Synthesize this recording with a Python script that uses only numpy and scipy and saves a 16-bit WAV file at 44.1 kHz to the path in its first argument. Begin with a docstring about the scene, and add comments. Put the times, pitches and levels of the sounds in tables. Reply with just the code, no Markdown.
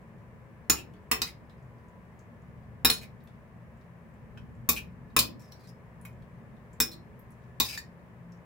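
"""A small tiled kitchen, heard close up: a steel spoon turns wet raw meat on a ceramic plate.
An appliance hums throughout: filtered noise for the drone and air, wavering sines for the hum.
The meat gives tiny wet smacks, each a short cluster of random pops coloured by one resonance.
Each clink is a noisy contact force through the spoon's modes, plus plate and table modes as fading sines.
Skids over the glaze are chains of catches: random slips through a squeak and the plate's modes."""
import sys
import numpy as np
from scipy import signal
from scipy.fft import rfft, irfft, next_fast_len
from scipy.io import wavfile
from scipy.ndimage import map_coordinates

SR = 44100
rng = np.random.default_rng(int(sys.argv[2]) if len(sys.argv) > 2 else 0)


def dump_mix(stems):
    """Bounce the given channels to the path in sys.argv[1] as a 16-bit WAV at rate SR."""
    frames = np.atleast_2d(stems).T  # one column per channel
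    limited = np.clip(frames, -1, 1)  # hard clip at full scale
    pcm = np.round(limited * 32767).astype(np.int16)
    wavfile.write(sys.argv[1], SR, pcm)


N = 372644
T = np.arange(SR * 2 // 5) / SR  # seconds since a contact; every short sound lasts 0.4 s

# Spectrum of the appliance's low drone. Each row: frequency in Hz, relative level in dB.
DRONE_SPECTRUM = [(20, -16.5), (40, -11.5), (65, 0), (95, -4), (122, 2.5), (175, -5.5), (200, -4),
                  (232, -2), (275, -23), (400, -26), (1000, -70)]
# Spectrum of the steady rush of air. Each row: frequency in Hz, relative level in dB.
AIR_SPECTRUM = [(150, -19), (300, -1), (570, 1), (780, -5), (1050, -2.5), (1400, -10), (1750, -6.5),
                (2300, -12.5), (2800, -19.5), (3400, -26.5), (4200, -30.5), (9000, -33.5), (15500, -34.5)]
# The appliance's hum lines. Each row: frequency in Hz, rms level in dB before waver and panning.
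HUM_LINES = [(121, -63.5), (172, -62), (420, -74), (990, -79), (1728, -82)]
# Rise and fall of the low drone. Each row: time in seconds, level in dB before the drone trim.
DRONE_LEVELS = [(0.0, -53.5), (1.25, -52.5), (2.21, -54), (2.8, -49), (3.97, -55), (4.47, -47), (5.18, -49),
                (5.62, -53.5), (6.26, -50.5), (8.45, -55)]
# Stereo likeness of the background. Each row: frequency in Hz, left-right correlation from 0 to 1.
STEREO_LIKENESS = [(30, 0.042), (60, .75), (120, 1), (250, 0.54), (500, 0.96), (1500, 0), (6000, 0)]
# Stereo balance of the background. Each row: frequency in Hz, left minus right in dB.
STEREO_BALANCE = [(25, 5), (60, 0.5), (120, 3.5), (250, -2), (500, 4), (2000, 1), (10000, 0)]
# Reverberation of the tiled room. Each row: frequency in Hz, decay time t60 in seconds.
ROOM_DECAY = [(150, 0.94), (1000, 0.22), (4000, 0.21), (9000, 0.15), (16000, 0.17)]
# Clear smacks of wet meat parting. 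Each row: start in seconds, peak in dB before panning, pitch in Hz.
CLEAR_SMACKS = [(0.9372, -53.5, 3030), (1.4963, -53, 3506), (2.1907, -55, 6600), (3.238, -54, 13100),
                (3.274, -52, 2895), (6.0132, -51, 9380), (6.731, -54, 7410), (7.1921, -50.5, 12670),
                (7.3058, -54.5, 10650), (8.3205, -55, 5660)]
# Spoon on plate. Each row: start in seconds, body, bright and sheen levels in dB before panning,
# chatter t60 in seconds, main ring in Hz, its relative share in dB, second ring in Hz,
# centre of the unexcited region in Hz.
SPOON_HITS = [(0.6978, -30, -22, -22, 0.033, 6940, -9, 1380, 7900),
              (1.1143, -26.5, -29.5, -26.5, 0.028, 2610, -20, 5330, 9900),
              (1.218, -36.5, -29, -35, 0.009, 3830, -16, 4870, 8300),
              (2.8483, -27, -20.5, -20, 0.075, 3820, -8.5, 5310, 6100),
              (2.9002, -33, -24.5, -28, 0.027, 4240, -5, 11040, 10160),
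              (4.374, -54.5, -66, -78, 0.04, 3120, -6.5, 1480, 8100),
              (4.6898, -29, -27.5, -21.5, 0.049, 13800, -8.5, 2380, 13200),
              (5.1649, -24, -26, -25, 0.051, 2470, -9.5, 1120, 4220),
              (5.1903, -38, -23, -23.5, 0.047, 4700, -17, 7190, 7130),
              (5.5202, -70, -55.5, -64, 0.025, 5630, -7.5, 4220, 8300),
              (6.0512, -51.5, -62.5, -54.5, 0.031, 2130, -6, 12350, 3760),
              (6.8022, -31.5, -25.5, -22.5, 0.06, 5400, -7.5, 10400, 10500),
              (7.6003, -32, -24.5, -26, 0.048, 3730, -10, 933, 6460),
              (7.7755, -40.5, -42, -50, 0.064, 1820, 0.5, 4550, 3340)]
# Edges between rumble (left out), knock, body, bright and sheen. Each entry: frequency in Hz.
REGISTER_EDGES_HZ = (130, 600, 3000, 8000)
# The hand-held spoon's quickly damped modes. Each row: frequency in Hz, width in Hz, relative level in dB.
SPOON_MODES = [(280, 360, -8), (1090, 300, 5), (1400, 55, -8), (1640, 790, 1.5), (2030, 250, 3),
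               (2580, 120, -8), (2966, 360, -1.5), (3560, 180, 5), (4200, 290, 0.5), (5375, 276, 3),
               (5950, 250, 0), (7067, 240, -4.5), (7310, 290, 2.5), (8650, 250, -2), (11000, 540, 2),
               (12100, 340, 0.5), (13340, 350, -1), (14900, 300, -3.5), (15000, 810, 0)]
# The plate's modes, damped by the meat. Each row: frequency in Hz, relative level in dB, t60 in seconds.
PLATE_MODES = [(235.5, 2, 0.15), (297.5, 0, 0.086), (448, -4, 0.2), (789, -9, 0.059), (933, -4, 0.083),
               (1118, -7, .14), (1412, -7, 0.053), (1765, -2, .09), (2460, 2.5, 0.18), (2626, -6.5, 0.12),
               (3775, -0.5, 0.12), (4000, -12, 0.072), (4010, -10.5, 0.2), (4590, -11, .16),
               (5216, -8.5, 0.23), (5362, -12, .24), (5930, -9, 0.029), (6864, -11, .17), (7420, -13, 0.11),
               (7571, -13.5, .14), (9000, -8, 0.18), (10975, -5, .15), (11820, -8, 0.11), (13190, -13, .17),
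               (13940, -12.5, .15), (15670, -13, .09)]
# The table under the plate. Each row: frequency in Hz, relative level in dB, t60 in seconds.
TABLE_MODES = [(48.3, -12, 0.15), (69, -0.5, .3), (121, -4.5, .2), (166, -3.5, 0.23)]
# Spoon skidding over glaze. Each row: start in seconds, length in seconds, level in dB before trim,
# easing and scatter, first squeak in Hz, last squeak in Hz.
GLAZE_SKIDS = [(0.761, 0.053, -48, 2660, 2660), (1.262, 0.044, -51, 2100, 2150),
               (2.924, 0.075, -45, 6640, 4200), (3.012, 0.043, -53, 2210, 2200),
               (4.761, 0.029, -37.5, 2600, 2640), (5.394, 0.28, -65, 5560, 4330),
               (5.671, .037, -62.5, 5200, 5230), (6.913, 0.033, -51.5, 4170, 4200),
               (7.645, 0.12, -41, 5030, 4980), (7.684, 0.082, -42.5, 2520, 2400)]

SCOOP_DB = -35  # a clink with a louder body digs under the meat
PEEL_AFTER_S, PEEL_FOR_S = 0.3, 0.9  # the scooped pieces peel apart this much later, for this long
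SECOND_RING_DB, CLINK_PAN_DB = -12, 0.8  # relative share of the second ring; lean to the left
KNOCK_DB, KNOCK_GROWTH = 1.37, 1.373  # the knock grows faster than the blow: offset, dB per dB
CATCH_S, GRIP_SHARE = 0.04, 0.8  # spacing aimed for between catches; part of each in which the edge bites
EASE_DB, UNEVEN_DB = 7.5, 3  # easing over a whole skid; scatter in strength from catch to catch
TOP_HZ = 16000


def amp(db):
    """Decibels to gain."""
    return 10 ** (np.asarray(db) / 20)


def unit(x):
    """Scale to rms 1."""
    return x / np.sqrt(np.mean(x ** 2) + 1e-20)


def onset_unit(x):
    """Scale so that the first 25 ms have rms 1."""
    return x / np.sqrt(np.mean(x[..., :SR // 40] ** 2) + 1e-20)


def fade(t60, t=T):
    """Exponential decay, 60 dB in t60 seconds."""
    return np.exp(-np.log(1000) * t / np.maximum(t60, 1e-4))


def along(points, hz):
    """Read a curve of (Hz, value) points on a log frequency axis."""
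    point_hz, values = np.transpose(points)
    return np.interp(np.log(hz + 1), np.log(point_hz + 1), values)


def wobble(rate):
    """A smooth random curve with rate knots a second."""
    knots = rng.standard_normal(int(N * rate / SR) + 4)
    return map_coordinates(knots, [np.arange(N) * rate / SR])


def filtered(x, response):
    """Shape the spectrum of x by a response that is a function of frequency."""
    n = x.shape[-1]
    padded = next_fast_len(n + SR // 10)
    spectrum = rfft(x, padded) * response(np.fft.rfftfreq(padded, 1 / SR))
    return irfft(spectrum, padded)[..., :n]


def below(x, edge, order=8):
    """A smooth step from 1 to 0 at the edge: a low-pass gain over Hz, or a release over seconds."""
    return 1 / (1 + (x / edge) ** order)


def resonance(hz, centre_hz, width_hz):
    """Response of one damped mode."""
    return 1j * hz * width_hz / (centre_hz ** 2 - hz ** 2 + 1j * hz * width_hz)


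def add(track, s, sound):
    """Mix a short sound into the track at time s."""
    part = track[:, round(s * SR):][:, :len(T)]
    part += sound[:, :part.shape[1]]


def panned(x, pan_db):
    """Lean a stereo sound to the left by pan_db."""
    return x * amp([[pan_db / 2], [-pan_db / 2]])


def in_kitchen(x, near_db, room_db, near_t60=0.045):
    """Direct sound, quick reflections off table and wall, then the tiled room's tail."""
    hz, t, noise = signal.stft(rng.standard_normal((2, len(T))), SR, nperseg=256)
    decay = fade(along(ROOM_DECAY, hz)[:, None], t)
    tail = signal.istft(noise * decay, SR, nperseg=256)[1][:, :len(T)]
    tail *= 1 - fade(0.027)  # the tail swells in behind the near reflections
    near = rng.standard_normal((2, len(T))) * fade(near_t60)
    echo = amp(room_db) * tail / np.linalg.norm(tail[0])
    echo += amp(near_db) * near / np.linalg.norm(near[0])
    return x + signal.fftconvolve(x[None], echo, axes=1)[:, :len(T)]


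def wash(colour):
    """Steady coloured noise whose left-right likeness and balance vary with frequency; rms 1."""
    def turn(hz):
        return np.arccos(np.clip(along(STEREO_LIKENESS, hz), -1, 1)) / 2

    def mid_side(hz):
        return colour(hz) * [np.cos(turn(hz)), np.sin(turn(hz))]

    def balance(hz):
        return amp(along(STEREO_BALANCE, hz) * np.array([[0.5], [-0.5]]))

    mid, side = filtered(rng.standard_normal((2, N)), mid_side)
    return unit(filtered(np.array([mid + side, mid - side]), balance))


def appliance(drone_trim_db=1, air_db=-58, waver_db=5.0):
    """A low drone with hum lines wavering in level and phase, and a steady rush of air above it."""
    t = np.arange(N) / SR
    drone_db = np.interp(t, *np.transpose(DRONE_LEVELS)) + drone_trim_db + 0.24 * wobble(11)
    drone = amp(drone_db) * wash(lambda hz: amp(along(DRONE_SPECTRUM, hz)))
    air_colour = lambda hz: amp(along(AIR_SPECTRUM, hz)) * (1 - below(hz, 100))
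    air = amp(air_db + 0.297 * wobble(0.99)) * wash(air_colour)
    hum = np.zeros(N)
    for hz, db in HUM_LINES:
        level = amp(db + waver_db * wobble(5.3)) * np.sqrt(2)  # rms to peak
        hum += level * np.sin(2 * np.pi * hz * t + wobble(11))
    return drone + air + panned(hum, 2.4)


def smack(pitch_hz, life=0.022, width_hz=900, spray_db=-25):
    """A film of marinade tears in a short cluster of tiny pops; peak 1."""
    pops = rng.standard_normal(len(T)) ** 3 * fade(life)  # cubing makes the noise spiky
    colour = lambda hz: resonance(hz, pitch_hz, width_hz) + amp(spray_db) * (1 - below(hz, 1500))
    sound = in_kitchen(filtered(pops, colour), near_db=-0.5, room_db=3.0)
    return sound / np.abs(sound).max()


def meat(peel_db=-60, faint_db=-66, spread_db=9, faint_count=26):
    """Clear smacks, softer ones as each scoop peels apart, and faint ones as the pieces settle."""
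    track = np.zeros((2, N))
    for s, db, hz in CLEAR_SMACKS:
        add(track, s, amp(db) * smack(hz))
    scoops = [s for s, body, *_ in SPOON_HITS if body > SCOOP_DB]
    # each spell: start, length, loudest peak, and random (time, size, pitch) for every smack
    spells = [(s + PEEL_AFTER_S, PEEL_FOR_S, peel_db, rng.random((2, 3))) for s in scoops]
    spells.append((0, N / SR, faint_db, rng.random((faint_count, 3))))
    for start, length, db, chances in spells:
        for when, size, pitch in chances:
            pitch_hz = 3000 * 3 ** pitch  # 3 to 9 kHz
            add(track, start + when * length, amp(db - spread_db * size) * smack(pitch_hz))
    return panned(track, 1.5)


def contact_force(chatter_t60, rebound_lag=0.074, rebound_db=-3, chatter_db=-2, crack_t60=0.0034):
    """A crack, one rebound and dying chatter; the longer the chatter, the later the rebound."""
    since_rebound = T - rebound_lag * chatter_t60
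    rebound = (since_rebound > 0) * fade(crack_t60, np.abs(since_rebound))
    cracks = onset_unit(fade(crack_t60) + amp(rebound_db) * rebound)
    chatter = amp(chatter_db) * onset_unit(fade(chatter_t60))
    return rng.standard_normal(len(T)) * (cracks + chatter)


def spoon_clack(force, favoured, still_hz, broad_db=-1, favoured_db=5.5):
    """The force through the spoon's modes; those with a node at the contact point stay still."""
    strengths = amp(2 * rng.standard_normal(len(SPOON_MODES)))

    def modes(hz):
        return sum(strength * amp(db) * resonance(hz, centre_hz, width_hz)
                   for strength, (centre_hz, width_hz, db) in zip(strengths, SPOON_MODES))

    def node_gap(hz):  # also clears the lows under 190 Hz
        return (1 - resonance(hz, still_hz, 350)) ** 2 * (1 - below(hz, 190))

    clack = amp(broad_db) * onset_unit(force) + onset_unit(filtered(force, modes))
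    for centre_hz, db in favoured:
        peak = filtered(force, lambda hz: resonance(hz, centre_hz, 300) ** 2)
        clack += amp(db + favoured_db) * onset_unit(peak)
    return filtered(clack, node_gap)


def ring(hz, t60):
    """A fading mode; the higher it is, the more its phase can differ between left and right."""
    spread = min(0.08 + hz / 2500, 1)  # in cycles
    return np.sin(2 * np.pi * (hz * T + spread * rng.random((2, 1)))) * fade(t60)


def plate_ring(favoured, plate_db=-7.0, ring_db=-4.0):
    """All of the plate's modes ring on, with extra ring from those nearest the favoured pitches."""
    modes = sum(amp(db + 1.2 * rng.standard_normal()) * ring(hz, t60) for hz, db, t60 in PLATE_MODES)
    ringing = amp(plate_db) * onset_unit(modes)
    for centre_hz, db in favoured:
        hz, _, t60 = min(PLATE_MODES, key=lambda mode: abs(mode[0] - centre_hz))
        ringing += amp(db + ring_db) * onset_unit(ring(hz, t60))
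    return ringing


def table_thud():
    """The table's low modes swell in softly under a blow and fade."""
    modes = sum(amp(db) * ring(hz, t60) for hz, db, t60 in TABLE_MODES)
    return onset_unit(modes * (1 - fade(0.01)))


def voiced(x, levels_db):
    """Set the strength of a blow's knock, body, bright and sheen registers."""
    lows = [filtered(x, lambda hz: below(hz, edge)) for edge in REGISTER_EDGES_HZ]
    registers = np.diff([*lows, x], axis=0)  # each band is one low-pass minus the one under it
    return sum(amp(db) * onset_unit(register) for db, register in zip(levels_db, registers))


def clinks(table_db=-6):
    """Steel hits glaze: the spoon clacks, the plate rings on, and under hard blows the table thuds."""
    track = np.zeros((2, N))
    for s, body, bright, sheen, chatter_t60, main_hz, main_db, second_hz, still_hz in SPOON_HITS:
        knock = KNOCK_DB + KNOCK_GROWTH * np.mean([body, bright, sheen])
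        favoured = [(main_hz, main_db), (second_hz, SECOND_RING_DB)]
        dry_clack = spoon_clack(contact_force(chatter_t60), favoured, still_hz)
        clack = in_kitchen(dry_clack, near_db=4.5, room_db=3.0)
        blow = voiced(onset_unit(clack) + plate_ring(favoured), (knock, body, bright, sheen))
        thud = amp(knock + table_db) * panned(table_thud(), 5.7)
        add(track, s, panned(blow, CLINK_PAN_DB) + thud)
    return track


def catch(length, squeak_hz, slip_rate=1600, squeak_width_hz=260, grit_db=-20, plate_db=-11):
    """Uneven slips of the spoon's edge, slip_rate a second, excite a squeak and the plate's modes."""
    def plate(hz):
        return sum(amp(db) * resonance(hz, centre_hz, 65) for centre_hz, db, _ in PLATE_MODES)

    def colour(hz):
        scrape = amp(plate_db) * plate(hz) + amp(grit_db)
        return resonance(hz, squeak_hz, squeak_width_hz) + scrape * (1 - below(hz, 1400))

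    pressure = (1 - fade(0.0036)) * below(T, max(length, 0.004), order=6)
    slips = (rng.random(len(T)) < slip_rate / SR) * rng.uniform(0.54, 1, len(T))
    slips += 0.042 * rng.standard_normal(len(T))
    rub = filtered(slips * pressure, colour)
    rub *= np.linalg.norm(pressure) / (np.linalg.norm(rub) + 1e-12)  # about rms 1 while it bites
    return in_kitchen(rub, near_db=0.5, room_db=-1)


def skids(trim_db=-1):
    """Uneven chains of catches that soften as the spoon slows and lifts, the squeak gliding in pitch."""
    track = np.zeros((2, N))
    for s, length, db, first_hz, last_hz in GLAZE_SKIDS:
        count = max(round(length / CATCH_S), 1)
        grips = unit(amp(UNEVEN_DB * rng.standard_normal(count)))
        for k, squeak_hz in enumerate(np.geomspace(first_hz, last_hz, count)):
            done = k / count
            level = grips[k] * amp(db + trim_db - EASE_DB * done)
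            add(track, s + done * length, level * catch(GRIP_SHARE * length / count, squeak_hz))
    return panned(track, 1.0)


def scene():
    """Spoon, plate and meat over the kitchen's hum."""
    return appliance() + meat() + clinks() + skids()


def record(dry):
    """Round off the highest peaks, then cut steeply above the top of the band."""
    rounded = dry / (1 + np.abs(dry / 0.85) ** 4) ** (1 / 4)
    return filtered(rounded, lambda hz: below(hz, TOP_HZ, order=160))


dry = scene()
out = record(dry)
dump_mix(out)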